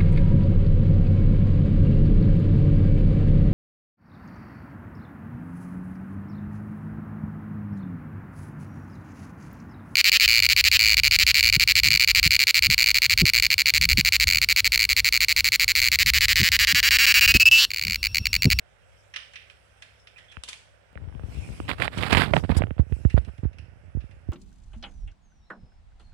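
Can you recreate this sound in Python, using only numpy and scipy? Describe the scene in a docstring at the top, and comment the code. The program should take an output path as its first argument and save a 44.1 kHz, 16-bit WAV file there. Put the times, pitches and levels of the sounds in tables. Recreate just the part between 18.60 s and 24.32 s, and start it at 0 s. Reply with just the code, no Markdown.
"""Kitten at a puzzle feeder

A kitten paws a plastic feeder on a wooden floor: light clicks ring in a small room, and claws squeak. Then a
hand-held camera is moved: fingers bump, slip and creak at its two microphone ports. Cloth and fur rustle over
room tone and mains hum. The left port is open and bright; the right one lies under the hand and hears the room
muffled."""
import sys
import numpy as np
from scipy import signal
from scipy.io import wavfile
from scipy.ndimage import uniform_filter1d

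SR = 44100
rng = np.random.default_rng(int(sys.argv[2]) if len(sys.argv) > 2 else 0)


def unload_audio(sound):
    """Save the sound as a 16-bit wav file, at the path given as the first command line argument."""
    columns = np.transpose(np.atleast_2d(sound))
    # keep every value between -1 and 1, then stretch to whole-number steps
    steps = np.round(np.clip(columns, -1, 1) * 32767)
    wavfile.write(sys.argv[1], SR, steps.astype(np.int16))


N = 252250

# Tone of skin scraping the right port. Each row: frequency in Hz, relative level in dB.
SKIN_SPECTRUM = [(300, -52.5), (700, -47.5), (1500, -46.5), (2500, -49.5), (3500, -52.5), (4800, -59.5),
                 (6000, -80.5), (7500, -70.5), (10000, -70.5), (12500, -78.5), (15500, -83)]


def feeder_clicks():
    """A claw or treat chatters against dead plastic; the room smears each contact into a tail."""
    # Each row: start in seconds, relative level in dB, bright edge in dB against it, chatter rise in ms.
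    contacts = [(0.538, -37, -20, 1.94), (0.56, -26.5, -19, 1.9), (0.734, -46, -11, 2.1),
                (0.756, -37.5, -18.5, 2.1), (0.898, -46, -15, 1.88), (1.221, -39, -11.5, 1.81),
                (1.471, -40.5, -20, 1.48), (1.576, -52.5, -15.5, 4.7), (1.714, -51.5, -12, 3.5),
                (1.836, -49, 17.5, 0.85), (1.878, -42, -7, 2.14), (1.886, -44.5, 8.5, 1.96),
                (1.930, -34, -5, 0.9), (3.378, -44.5, 8.5, 0.87), (4.498, -43, -13, 2.4),
                (4.648, -46.5, -12, 1.26), (4.78, -48, -17, 0.98), (4.93, -53.5, -24, 1.4),
                (4.984, -44, -14, 1.46), (5.405, -52, -21, 2), (5.51, -54, -15, 1.75)]
    # A hollow clack and its hard, bright edge. Each row: frequency in Hz, gain in dB.
    clack_eq = [(700, -32), (1500, -7), (1950, 3), (2450, -3.5), (2950, -4), (3450, -3), (3900, -5),
                (4700, -5.5), (5700, -1), (6800, -17), (11000, -52)]
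    edge_eq = [(2500, -8.5), (4000, 5), (8000, 2), (10500, -2.5), (12000, -26)]
    direct, send = np.zeros((2, 2, N))
    t = np.arange(4000) / SR
    chatter = rng.standard_normal((len(contacts), 2, len(t)))
    for (start, db, edge_db, ms), noise in zip(contacts, chatter):
        rattle = noise[:, :200] * np.exp(-t[:200] / .002) / 16
        rattle[:, 0] = 1  # one blow and a little rattle give each tail its own colour
        fill = ms ** 1.48  # longer contacts fill the room more
        for layer, gain in enumerate(gain_of([db, db + edge_db])):
            add(direct[layer], start, gain * noise[layer] * pulse(1000 * t / ms))
            add(send[layer], start + ms / 1000, gain * fill * rattle[layer])
    direct, send = (colour(clack, clack_eq) + colour(edge, edge_eq) for clack, edge in (direct, send))
    return gain_of(4.0) * direct + gain_of(19.5) * room_reverb(send)


def claw_squeaks():
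    """A claw drags on plastic: short, fuzzy tones that swell and fade."""
    # Each row: start in seconds, length in seconds, pitch in Hz, level in dB.
    drags = [(1.384, 0.058, 5340, -63.5), (1.56, 0.017, 2440, -54), (1.682, 0.047, 3330, -59)]
    fuzz = 0.064  # bandwidth as a share of the pitch
    out = np.zeros(N)
    for start, length, hz, db in drags:
        t = np.arange(0, length, 1 / SR)
        wander = uniform_filter1d(rng.standard_normal((2, 4000)), round(SR / (fuzz * hz)))[:, :len(t)]
        tone = (np.exp(2j * np.pi * hz * t) * (wander[0] + 1j * wander[1])).real
        swell = np.sqrt(np.sin(np.pi * t / length))
        add(out, start, gain_of(db) * swell * unit_rms(tone))
    return out


def hand_bumps():
    """Each push of the hand moves a diaphragm once: a thump, dulled by soft flesh."""
    # Left port, then right. Each row: start in seconds, push in dB, rise time in ms.
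    pushes = [
        [(1.773, -11.5, 13), (2.359, -12, 11), (2.476, -10, 11), (2.553, -4, 12.5), (2.637, -5.5, 8.7),
         (2.752, -11.5, 8.3), (2.772, -10, 6.1), (2.786, -1.5, 16.4), (2.889, -13.5, 8.4), (2.904, -6, 8.3),
         (3.376, -5, 13), (4.832, -12.5, 9.8), (5.691, -14.5, 2.3)],
        [(3.002, -11.5, 0.16), (3.111, -15, 7.7), (3.531, -7.5, 0.92), (3.551, -8, 1.8), (3.573, -2, 0.65),
         (3.71, -4, 3.9), (3.898, 1.5, 3), (3.967, 2, 2.8), (4.007, -6.5, 0.93), (4.038, -7, 0.52),
         (4.111, -11.5, 1.35), (4.195, 7, 3.7), (4.322, 7.5, 11.8), (4.452, 5, 2.3), (4.542, 12, 7.7),
         (4.577, 2.5, 6.1), (4.677, -8, 7.7), (4.833, -10, 1.4), (4.853, -1, 3.6), (5.35, 0.5, 9.5),
         (5.372, -2.5, 5.9), (5.441, -15, 5.8), (5.688, -7, 2.7)],
    ]
    flesh_hz = 450
    out = np.zeros((2, N))
    for port, rows in zip(out, pushes):
        for start, db, ms in rows:
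            add(port, start, -gain_of(db) * pulse(np.arange(4000) / (SR * ms / 1000)))
    return butterworth(out, 2, flesh_hz)


def skin_ticks():
    """Skin slips on the right port: a dry snap and a cavity ring of two or three cycles."""
    # Each row: start in seconds, relative level in dB, ring pitch in Hz.
    slips = [(1.769, -30, 1610), (2.355, -35, 520), (2.375, -32.5, 1650), (2.442, -47, 1400),
             (2.486, -40.5, 910), (2.525, -43.5, 885), (2.549, -41.5, 990), (2.595, -37.5, 523),
             (2.634, -37.5, 470), (2.889, -38.5, 467), (3.001, -25.5, 312), (3.081, -24, 2900),
             (3.114, -13, 2380), (3.221, -8, 2100), (3.279, -9, 2130), (3.434, -11, 2700),
             (3.527, -6.5, 2740), (3.549, -7.5, 2600), (3.571, -5.5, 1940), (3.62, -7, 1800),
             (3.736, -6.5, 635), (3.739, -9.5, 580), (3.766, -5.5, 760), (4.02, -14, 610),
             (4.037, -18.5, 605), (4.069, -33, 450), (4.107, -25.5, 430), (4.181, -32, 600),
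             (4.324, -28.5, 392), (4.45, -30.5, 340), (4.577, -17, 584)]
    snaps, rings = np.zeros((2, N))
    t = np.arange(1000) / SR
    bursts = rng.standard_normal((len(slips), len(t))) * np.exp(-t / .0012)
    for (start, db, hz), burst in zip(slips, bursts):
        edge_hz = 2860 + 0.38 * hz  # softer skin: lower ring, duller snap
        add(snaps, start, gain_of(db) * butterworth(burst, 8, edge_hz))
        add(rings, start, gain_of(db + 2.0) * np.sin(2 * np.pi * hz * t) * pulse(hz * t / 0.56))
    rings = butterworth(rings, 4, 4500)  # the rings carry little treble
    peak_db = max(db for hz, db in SKIN_SPECTRUM)
    right = rings + gain_of(10.0 - peak_db) * colour(snaps, SKIN_SPECTRUM)
    through_case = colour(right, [(700, -29.5), (1400, -71)])  # only the dull part reaches the left
    return np.array([through_case, right])


def finger_rubbing():
    """Skin sticks and slips, scraping and creaking on the right; the grip shakes both ports."""
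    # Each row: start in seconds, length in seconds, scrape in dB, creak in dB.
    slides = [(2.37, 0.21, -71, -47.5), (2.62, 0.99, -65, -43.5), (3.086, 0.024, -27, -28),
              (3.13, 0.0048, -33, -37), (3.184, 0.0032, -35.5, -45), (3.199, 0.0069, -33, -21),
              (3.216, 0.038, -24.5, -34), (3.33, 0.082, -39.5, -40), (3.374, 0.017, -33.5, -25),
              (3.415, 0.055, -26.5, -25.5), (3.5, 0.024, -22.5, -26), (3.528, 0.0037, -10.5, -13),
              (3.551, 0.0043, -14.5, -10), (3.571, 0.015, -14.5, -24.5), (3.595, 0.041, -18, -17.5),
              (3.665, 0.044, -41, -26.5), (3.737, 0.025, -39, -17), (3.757, 0.029, -37, -19),
              (3.838, 0.013, -40.5, -22.5), (3.895, 0.024, -35.5, -14), (3.948, 0.059, -38.5, -27.5),
              (4.19, 0.012, -48, -27.5), (4.569, 0.013, -39.5, -24.5), (4.68, 0.012, -57, -40),
              (4.832, 0.024, -58.5, -35.5)]
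    # Strength of the shaking. Each row: time in seconds, left level in dB, right level in dB.
    grip = [(2.33, -48, -74), (2.38, -33.5, -50.5), (3.1, -34, -66), (3.6, -35, -47), (3.68, -55, -51),
            (3.76, -35, -24), (4.05, -40, -25), (4.3, -62, -28.5), (5.1, -53, -42), (5.72, -51, -43)]
    # A dull creak and a low rumble. Each row: frequency in Hz, relative level in dB.
    creak_eq = [(150, 6.5), (350, -5), (750, -11), (2000, -22), (7000, -77)]
    shake_eq = [(90, -2), (200, -22.5), (500, -33), (900, -42.5), (2000, -76.5)]
    # Skin grips fast and lets go slowly.
    scraping, creaking = (stroke_envelope(slides, column, 4000, 1499) for column in (2, 3))
    bunches = gain_of(3.3 * unit_rms(uniform_filter1d(rng.standard_normal(N), 160)))
    slips = bunches * (grains(5000, 2.3) + 0.52 * grains(350, 2.5))
    spectrum = signal.stft(colour(slips, SKIN_SPECTRUM), nperseg=128)[2]
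    ridges = unit_rms(uniform_filter1d(rng.standard_normal(spectrum.shape), size=4, axis=0))
    spectrum *= gain_of(2.3 * ridges)  # each slip has its own colour
    scrape = scraping * unit_rms(signal.istft(spectrum, nperseg=128)[1][:N])
    creak = creaking * unit_rms(colour(grains(320, 2.2), creak_eq))
    left, right = (fader(grip, side) * unit_rms(colour(grains(70, 2.8), shake_eq)) for side in (1, 2))
    through_case = colour(scrape + creak, [(300, -29), (700, -43.0), (1400, -73)])
    return np.array([left + through_case, right + scrape + creak])


def cloth_rustle():
    """Cloth and fur brush in fine, patchy grains; a finger brushes past the left port only."""
    # Each row: time in seconds, rustle level in dB.
    movement = [(0, -76), (.35, -67), (1.7, -70), (2.45, -75), (2.63, -67.5), (2.73, -55.5), (2.95, -53),
                (3.3, -66), (3.37, -50.5), (3.5, -58.5), (3.7, -62), (4.03, -66.5), (4.2, -78.5),
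                (4.35, -62), (4.8, -71.5), (4.9, -81), (5.4, -76.5), (5.72, -76.5)]
    # Tone of the fibres. Each row: frequency in Hz, relative level in dB.
    fibre_eq = [(1500, -104), (2200, -87), (2900, -95), (4200, -91.5), (5300, -84.5), (6600, -92),
                (8000, -87.5), (10500, -93), (15500, -112.2)]
    # Each row: start in seconds, length in seconds, relative level in dB.
    sweeps = [(3.522, 0.018, -44), (3.74, 0.059, -49.5), (3.969, 0.015, -33)]
    fibres = np.array([unit_rms(colour(grains(9000, 2.4), fibre_eq)) for _ in range(2)])
    spectrum = signal.stft(fibres, nperseg=512)[2]
    patches = uniform_filter1d(rng.standard_normal(spectrum.shape[1:]), 7, axis=0)
    patches = unit_rms(uniform_filter1d(patches, 10, axis=1))  # narrow bands come and go
    scuffs = unit_rms(signal.istft(spectrum * gain_of(3.2 * patches), nperseg=512)[1][:, :N])
    brush = butterworth(scuffs[0], 2, 1700, "high") * stroke_envelope(sweeps, 2, 3988, 2498)
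    left, right = fader(movement, 1) * scuffs
    return np.array([left + brush, right])


def room_reverb(x):
    """The small room answers with two unrelated tails, the treble dying a little sooner."""
    # Each row: frequency in Hz, seconds to fall by 60 dB.
    decay_times = [(1000, 0.49), (9000, 0.45)]
    hz, frame_s, spectrum = signal.stft(rng.standard_normal((2, SR // 2)), SR, nperseg=256)
    decay = gain_of(-60 * frame_s / value_at(decay_times, hz)[:, None])
    tail = signal.istft(spectrum * decay, SR, nperseg=256)[1]
    t = np.arange(tail.shape[1]) / SR
    tail *= 1 + 1.18 * np.exp(-(t / 0.012) ** 4)  # nearby surfaces answer first and loudest
    tail *= np.minimum(t / 0.0038, 1)  # reflections build up
    return signal.fftconvolve(x[None], tail / np.linalg.norm(tail[0]), axes=1)[:, :N]


def room_tone():
    """A steady bed of room and electronics noise, with a wavering mains hum."""
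    # Noise at each port. Each row: frequency in Hz, density in dB per Hz.
    left_air = [(60, -70), (100, -94), (150, -89), (250, -103), (1000, -109), (3000, -112), (4300, -116),
                (5300, -110), (6500, -118), (10500, -120), (12000, -136)]
    right_air = [(60, -73), (100, -96), (150, -92), (300, -101), (550, -85.5), (1050, -98), (1500, -90.5),
                 (2500, -99), (3200, -101), (4500, -116), (6000, -135)]
    # Left port, then right. Each row: hum level in dB.
    hum_db = [
        [-62],
        [-70.5],
    ]
    hum_hz = 100.5
    noise = rng.standard_normal((2, N)) * np.sqrt(SR / 2)
    waver = 1 + 0.28 * unit_rms(uniform_filter1d(rng.standard_normal(N), 6000))
    hum = gain_of(hum_db) * waver * np.sin(2 * np.pi * hum_hz * np.arange(N) / SR)
    return np.array([colour(noise[0], left_air), colour(noise[1], right_air)]) + hum


def grains(per_second, spread_db):
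    """Scattered tiny slips of random sign, a few of them large."""
    size = gain_of(spread_db * np.minimum(rng.exponential(1, N), 4)) * rng.choice([-1., 1.], N)
    return unit_rms(size * (rng.random(N) < per_second / SR))


def stroke_envelope(rows, column, in_db_per_s, out_db_per_s):
    """Strokes swell, hold and fade: quick ones at the given rates, longer ones more slowly."""
    t = np.arange(N) / SR
    quick_s = 0.019
    envelope = np.zeros(N)
    for row in rows:
        start, length = row[:2]
        drop_db = in_db_per_s * np.maximum(start - t, 0) + out_db_per_s * np.maximum(t - start - length, 0)
        envelope += gain_of(row[column] - np.clip(quick_s / length, .2, 1) * drop_db)
    return envelope


def fader(rows, column):
    """Gain curve from a dB column, silent outside the table."""
    rows = np.array(rows)
    return gain_of(np.interp(np.arange(N) / SR, rows[:, 0], rows[:, column], left=-200, right=-200))


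def pulse(age):
    """Rises to 1 at age 1, then dies away."""
    return age * np.exp(1 - age)


def colour(x, eq):
    """Minimum-phase equaliser through (Hz, dB) points."""
    log_gain = np.log(gain_of(value_at(eq, abs(np.fft.fftfreq(4096, 1 / SR)))))
    taps = np.fft.ifft(np.exp(np.conj(signal.hilbert(log_gain)))).real[:2048]
    return signal.oaconvolve(x, taps)[:len(x)]


def butterworth(x, order, hz, kind="low"):
    """Low-pass or high-pass filter."""
    return signal.sosfilt(signal.butter(order, hz, kind, fs=SR, output="sos"), x)


def value_at(points, hz):
    """Reads a table along a log-frequency axis."""
    frequencies, values = np.transpose(points)
    return np.interp(np.log(hz + 1), np.log(frequencies + 1), values)


def gain_of(db):
    """Decibels to gain."""
    return 10 ** (np.asarray(db) / 20)


def unit_rms(x):
    """Scales to rms 1."""
    return x / np.sqrt(np.mean(x ** 2) + 1e-20)


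def add(mix, start, sound):
    """Mixes a sound in at start seconds."""
    part = mix[round(start * SR):][:len(sound)]
    part += sound[:len(part)]


def scene():
    """Airborne sound passes the covering hand on the right; handling reaches the ports directly."""
    # The hand over the right port, then its tighter regrip. Each row: frequency in Hz, gain in dB.
    hand_eq = [(500, -3.5), (1000, 12.5), (1500, 8.5), (2000, 5.5), (2700, 14), (3500, 8.5), (4500, -8),
               (5300, -57.5)]
    regrip_eq = [(2200, -0.5), (2700, 2), (3100, -4), (3800, -8.5)]
    regrip_s = 4.2
    left, right = feeder_clicks() + claw_squeaks() + cloth_rustle()
    air_left, air_right = room_tone()
    right = colour(right, hand_eq) + air_right
    right = np.where(np.arange(N) < regrip_s * SR, right, colour(right, regrip_eq))
    return np.array([left + air_left, right]) + skin_ticks() + hand_bumps() + finger_rubbing()


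def record(dry):
    """A steep low-cut against handling noise, soft overload, then the band limit."""
    low_cut_hz, ceiling, top_hz = 60, .9, 15900
    cut = butterworth(dry, 6, low_cut_hz, "high")
    squashed = cut / (1 + (cut / ceiling) ** 4) ** .25
    band_limit = signal.firwin(511, top_hz, window=("kaiser", 9), fs=SR)
    return signal.oaconvolve(squashed, band_limit[None], "same")


dry = scene()
out = record(dry)
unload_audio(out)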